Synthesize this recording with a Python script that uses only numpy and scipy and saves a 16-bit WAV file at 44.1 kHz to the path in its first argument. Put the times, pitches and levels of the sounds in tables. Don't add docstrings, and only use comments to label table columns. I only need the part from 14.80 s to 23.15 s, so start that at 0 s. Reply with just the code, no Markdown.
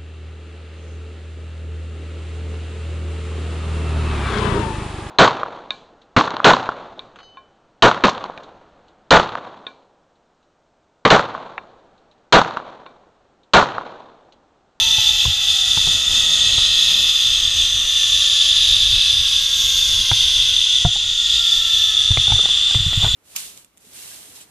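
import sys
import numpy as np
from scipy import signal
from scipy.fft import rfft, irfft
from scipy.io import wavfile
from scipy.ndimage import uniform_filter1d, minimum_filter1d, map_coordinates

SR = 44100
rng = np.random.default_rng(int(sys.argv[2]) if len(sys.argv) > 2 else 0)


def generate_wav(sig):
    pcm = np.round(np.clip(np.atleast_2d(sig).T, -1, 1) * 32767).astype(np.int16)
    wavfile.write(sys.argv[1], SR, pcm)


N = 368235
T = np.arange(N) / SR
FREQS = np.maximum(np.arange(N // 2 + 1) * SR / N, 1)

START_HZ = 658

# (frequency [Hz], 60 dB decay time [s], relative level [dB])
HOUSING_MODES = [(164, 0.086, -5), (288, 0.023, -15), (424, 0.021, -8.5), (518, 0.055, -6.5),
                 (742, 0.11, -5), (788, 0.042, 4.5), (955, 0.022, 11.5), (1210, 0.011, 12),
                 (1430, 0.048, 3.5), (1490, 0.0097, -6), (2170, 0.023, 6.5), (2450, 0.012, 10)]


def undb(db):
    return 10 ** (np.asarray(db) / 20)


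def unit(x):
    return x / np.sqrt(np.mean(x ** 2))


def curves(table):
    times, *columns = np.transpose(table)
    return [np.interp(T, times, column) for column in columns]


def response(points, hz):
    point_hz, db = np.transpose(points)
    return undb(np.interp(np.log(hz), np.log(point_hz), db))


def shape(x, gain):
    return irfft(rfft(x) * gain, N)


def noise(points):
    return unit(shape(rng.standard_normal(N), response(points, FREQS)))


def walk(cutoff_hz):
    return unit(shape(rng.standard_normal(N), 1 / (1 + (FREQS / cutoff_hz) ** 4)))


def add(out, s, sound):
    start = int(max(s, 0) * SR)
    out[start:start + len(sound)] += sound[:max(N - start, 0)]


def hump(s, length):
    return np.cos(np.pi * np.clip((T - s) / length, -.5, .5)) ** 2


def swing(lead_s):
    period_s, heaviest_load_s = 1.773, 0.26
    return np.cos(2 * np.pi * (T + lead_s - heaviest_load_s) / period_s)


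def dips():
    # (time [s], depth [dB])
    ducks = [(.29, -2.5), (2.3, -2), (2.85, -1), (6.03, -3.5), (7.27, -1.6), (7.95, -4)]
    fall_s, recover_s = 0.021, 0.48
    level_db = 0
    for s, db in ducks:
        fall = np.clip((T - s) / fall_s, 0, 1)
        recovery = np.exp(-((T - s) / recover_s) ** 2)
        level_db = level_db + db * fall * recovery
    return level_db


def wind(buffet_db=2.5):
    # (frequency [Hz], level [dB])
    rumble_colour = [(10, -4), (25, 5.5), (50, 1.5), (70, -1.5), (98, -1), (130, -15.5), (200, -21.5),
                     (400, -36)]
    # (frequency [Hz], level [dB])
    flutter_colour = [(80, -16), (150, 2), (230, -0.5), (330, -8.5), (700, -6.5), (1000, -10.5),
                      (2000, -40)]
    # (time of the height [s], length [s], change of the rumble [dB], change of the flutter [dB])
    gusts = [(.05, 1.2, 4, 11), (1.46, 1.88, 6.5, 18.5), (2.22, 0.63, 0, 13.5), (2.85, 1.1, 6, 10.5),
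             (4.073, 1.23, 10, -12), (5.153, 1.66, 8.5, 8.5), (8.208, 0.8, 13, 8)]
    rumble_db, flutter_db = -40, -59.5
    for s, length, rumble_change_db, flutter_change_db in gusts:
        gust = hump(s, length)
        rumble_db = rumble_db + rumble_change_db * gust
        flutter_db = flutter_db + flutter_change_db * gust
    rumble = noise(rumble_colour) * undb(rumble_db)
    flutter = noise(flutter_colour) * undb(flutter_db)
    return undb(buffet_db * walk(7.4)) * (rumble + flutter)


def ring(modes, scatter, tilt_db=0):
    t = T[:SR // 4]
    lowest_hz = modes[0][0]
    out = 0
    for hz, t60, db in modes:
        detune, strength = rng.standard_normal(2)
        gain = undb(db + 1.2 * strength + tilt_db * np.log2(hz / lowest_hz))
        decay = np.exp(-np.log(1000) * t / t60)
        out = out + gain * np.sin(2 * np.pi * hz * (1 + scatter * detune) * t) * decay
    return out / np.abs(out).max()


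def clack(tilt_db, chatter=0.057, chatter_s=0.0053):
    t = T[:SR // 100]
    force = (t == 0) + chatter * rng.standard_normal(len(t)) * np.exp(-t / chatter_s)
    sound = signal.fftconvolve(force, ring(HOUSING_MODES, scatter=0.083, tilt_db=tilt_db))
    return sound / np.abs(sound).max()


def bumps(push_s=0.0055):
    # (time [s], level before the push smooths the blow [dB])
    bump_times = [(0.183, -19), (0.461, -12), (.479, -11), (.973, -17.5), (1.07, -19.5), (1.78, -19.5),
                  (5.316, -9), (6.051, -2), (7.307, -3), (7.378, -8), (7.482, -14.5), (7.521, -8),
                  (7.539, -6), (7.956, -5.5), (7.973, -13.5), (8.003, -11), (8.064, -6.5), (8.175, -5.5),
                  (8.238, -9), (8.266, -11), (8.34, -11)]
    # (frequency [Hz], 60 dB decay time [s], relative level [dB])
    mount_modes = [(48.3, 0.15, -2), (97.2, 0.13, 10), (125.7, 0.1, 7.5), (170, 0.043, -34),
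                   (246, 0.057, -3.5)]
    out = np.zeros(N)
    push = np.hanning(int(push_s * SR) + 3)
    push = push / push.sum()
    for s, db in bump_times:
        blow = np.convolve(ring(mount_modes, scatter=0.084), push)
        add(out, s - push_s / 2, undb(db) * blow)
    return out


def taps(lift_db=1):
    # (time [s], peak level before the common lift [dB], brightness [dB per octave])
    tap_times = [(0.184, -21.5, -1), (0.454, -16, -8), (.974, -14.5, -5), (1.073, -18, -5),
                 (1.782, -18.5, -2), (5.315, -6, 2), (6.05, -4.5, -9.5), (6.16, -27, -4), (7.315, -23, 0),
                 (7.373, -5, 8.5), (7.478, -20.5, -2), (7.502, -19, -8), (7.521, -12.5, -5),
                 (7.564, -23, 1), (7.592, -18, -3), (7.635, -24, -4), (7.657, -14, 6), (7.689, -22, -2),
                 (7.91, -20, 2), (7.947, -13, 4), (8.131, -16.5, 5), (8.228, -24, -11)]
    out = np.zeros(N)
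    for s, db, tilt_db in tap_times:
        add(out, s, undb(db + lift_db) * clack(tilt_db))
    return out


def strap_rub():
    # (time [s], level [dB])
    rub = [(8.17, -62), (8.235, -29), (8.262, -27), (8.29, -48), (8.33, -60)]
    slips = rng.standard_normal(N) * (rng.random(N) < 500 / SR)
    scrape = signal.fftconvolve(slips, ring(HOUSING_MODES, scatter=0.02, tilt_db=-1))[:N]
    started = T > rub[0][0]
    return unit(scrape) * undb(curves(rub)[0]) * started


def tone(hz, flutter, waver_db=2.0, wobble=0.002988):
    unsteady_hz = hz * (1 + flutter * walk(62.0) + wobble * walk(6.27))
    phase = 2 * np.pi * np.cumsum(unsteady_hz) / SR
    return unit(np.sin(phase) * undb(waver_db * walk(32)))


def cable_rush(trim_db=-0.5):
    # (time [s], level before the trim [dB])
    rush = [(0.0, -40.5), (0.49, -37.5), (1.42, -34), (2.37, -36.5), (5.6, -39), (5.95, -43), (6.4, -41),
            (7.2, -37.5), (8.35, -35.5)]
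    # (frequency [Hz], level [dB])
    rush_colour = [(200, -10), (450, -14), (800, -12.5), (1100, -6), (1420, 1), (1580, -8), (1930, 4),
                   (2300, -10.5), (3000, 6), (5000, -23), (15000, -45)]
    return noise(rush_colour) * undb(curves(rush)[0] + trim_db + 0.55 * walk(43))


def strand_whine(strand_hz):
    # (multiple of the strand rate, relative level [dB], pitch flutter [share of pitch])
    harmonics = [(1, 2, .014), (2, -0.5, 0.0087), (3, 0, 0.00567), (4, -2.5, 0.00803)]
    # (frequency [Hz], gain [dB])
    frame = [(400, -69.5), (580, -58), (680, -59.5), (850, -64.5), (1020, -54), (1200, -50.5), (1370, -46),
             (1520, -52), (1720, -46), (1950, -43.5), (2300, -49), (2480, -48), (2620, -33.5)]
    level_db, swing_db, lead_s = 1.22, 1.5, 0.42
    whine_db = level_db + swing_db * swing(lead_s) + dips()
    out = 0
    for multiple, db, flutter in harmonics:
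        hz = multiple * strand_hz
        out = out + tone(hz, flutter) * response(frame, hz) * undb(db + whine_db)
    return out


def early_whine(overtone_db=-5):
    # (time [s], frequency [Hz], level [dB])
    whine = [(0, 900, -41), (.15, 894, -42), (.5, 844, -48.5), (.9, 760, -49), (1.4, 710, -109)]
    hz, db = curves(whine)
    fundamental = tone(hz, 0.0044, wobble=0.009)
    octave = tone(2 * hz, 0.0032)
    return undb(db) * (fundamental + undb(overtone_db) * octave)


def contact(strand_hz, strands_per_turn=11.8, repeat_db=-7, judder_db=0.36):
    turns = np.cumsum(strand_hz) / SR / strands_per_turn
    force = rng.standard_normal(N)
    for _ in range(2):
        tread = rng.standard_normal(size=640)
        slip = np.cumsum(.1 * walk(6.037)) / SR
        place = (turns + slip) % 1 * len(tread)
        force = force + undb(repeat_db) * map_coordinates(tread, [place], order=3, mode="grid-wrap")
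    return force * undb(judder_db * walk(36))


def trolley_ring(strand_hz, wander_db=4.0):
    # (frequency [Hz], width where the gain is 4.5 dB down [Hz],
    # level facing ahead [dB], level sideways [dB], level leaning out [dB])
    resonances = [(2623, 78, -14.5, -21.5, -16.5), (2820, 105, -29, -15.5, -18.5),
                  (3285, 340, -9.5, -6.5, -8), (3400, 95, -19.5, -7, -5), (3554, 94, 0.5, 4, 7.5),
                  (3732, 50, -15, -10.5, -19), (3990, 155, -13, -9.5, -14), (4153, 53, -21, -20, -26),
                  (4477, 134, -22.5, -19.5, -24), (4916, 580, -14.5, -22, -26),
                  (5590, 190, -24.5, -23.5, -29), (6050, 170, -16.5, -15.5, -17),
                  (6456, 280, -16, -12.5, -41), (7036, 167, -16, -25, -14.5), (7470, 310, -34, -30, -27),
                  (8245, 330, -23.5, -29.5, -32), (9590, 720, -29, -32.5, -28),
                  (10620, 150, -30, -29.5, -52), (11400, 490, -43, -42, -51), (12600, 310, -44, -37, -54),
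                  (12950, 360, -41, -42, -45), (13600, 1900, -45, -57, -58)]
    # (time [s], pose [0 ahead, 1 sideways, 2 leaning out])
    poses = [(2, 0), (3, 0.71), (4.5, 0.54), (6.5, 1.26), (6.9, 1.44), (8.35, 1.7)]
    notch_hz, notch_width_hz, notch_db = 4270, 87, -10.5
    notch = undb(notch_db * np.exp(-((FREQS - notch_hz) / notch_width_hz) ** 2))
    force = rfft(contact(strand_hz)) * notch
    pose, = curves(poses)
    steel = 0
    for hz, width, *pose_db in resonances:
        mode = irfft(force / (1 + (1.64 * (FREQS - hz) / width) ** 2), N)
        wander = np.interp(T, np.linspace(0, T[-1], num=20), rng.standard_normal(size=20))
        wander = wander * wander_db * hz / 7000
        steel = steel + mode * undb(np.interp(pose, np.arange(len(pose_db)), pose_db) + wander)
    return steel


def wheels(strand_hz, drift=.003, jostle_db=0.8):
    # (level at the starting speed [dB], swing [dB],
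    # lead on the swing [s], change per doubling of speed [dB])
    rolling = [(-15, 0.8, 0.046, -1.2), (-23.5, .5, .4, 5), (-35.5, 0.3, 0.57, 4.5)]
    # (time of the height [s], length [s], ring [dB], rasp [dB], fine hiss [dB])
    colour_shifts = [(3.55, 0.71, 0.5, 1.5, 1), (5.11, 2, -2, 1.1, 1.2), (6.26, 1.3, -0.5, 0.5, -3)]
    steel = trolley_ring(strand_hz)
    unsteady_db = dips() + jostle_db * walk(4.8)
    shifts = sum(np.outer(band_db, hump(s, length)) for s, length, *band_db in colour_shifts)
    doublings = np.log2(strand_hz / START_HZ)
    edges = [0, 4320, 7750, SR]
    bands = []
    for low, high, shift_db, settings in zip(edges, edges[1:], shifts, rolling):
        db, swing_db, lead_s, speed_db = settings
        band = shape(steel, (FREQS >= low) & (FREQS < high))
        running_rms = np.sqrt(uniform_filter1d(band ** 2, size=6000))
        level_db = db + swing_db * swing(lead_s) + speed_db * doublings + shift_db + unsteady_db
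        bands.append(band / running_rms * undb(level_db))
    main_ring, rasp, hiss = bands
    clock = np.cumsum(1 + drift * walk(1))
    return main_ring + map_coordinates(rasp + hiss, [clock], order=5, mode="reflect")


def scene():
    drag_hz_per_s, climb_hz_per_s2 = 11.05, 5.72
    strand_hz = START_HZ - drag_hz_per_s * T - climb_hz_per_s2 * T ** 2 / 2
    knocks = bumps() + taps() + strap_rub()
    cable = cable_rush() + strand_whine(strand_hz) + early_whine()
    mono = wind() + knocks + cable + wheels(strand_hz)
    return np.array([mono, mono])


def record(dry, ceiling=0.77, top_hz=14950):
    dry = signal.sosfilt(signal.butter(1, 12, "high", fs=SR, output="sos"), dry)
    need = np.minimum(1, ceiling / (np.abs(dry[0]) + 1e-9))
    gain = uniform_filter1d(minimum_filter1d(need, size=120), size=80)
    return signal.sosfilt(signal.ellip(10, .2, 80, top_hz, fs=SR, output="sos"), dry * gain)


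dry = scene()
out = record(dry)
generate_wav(out)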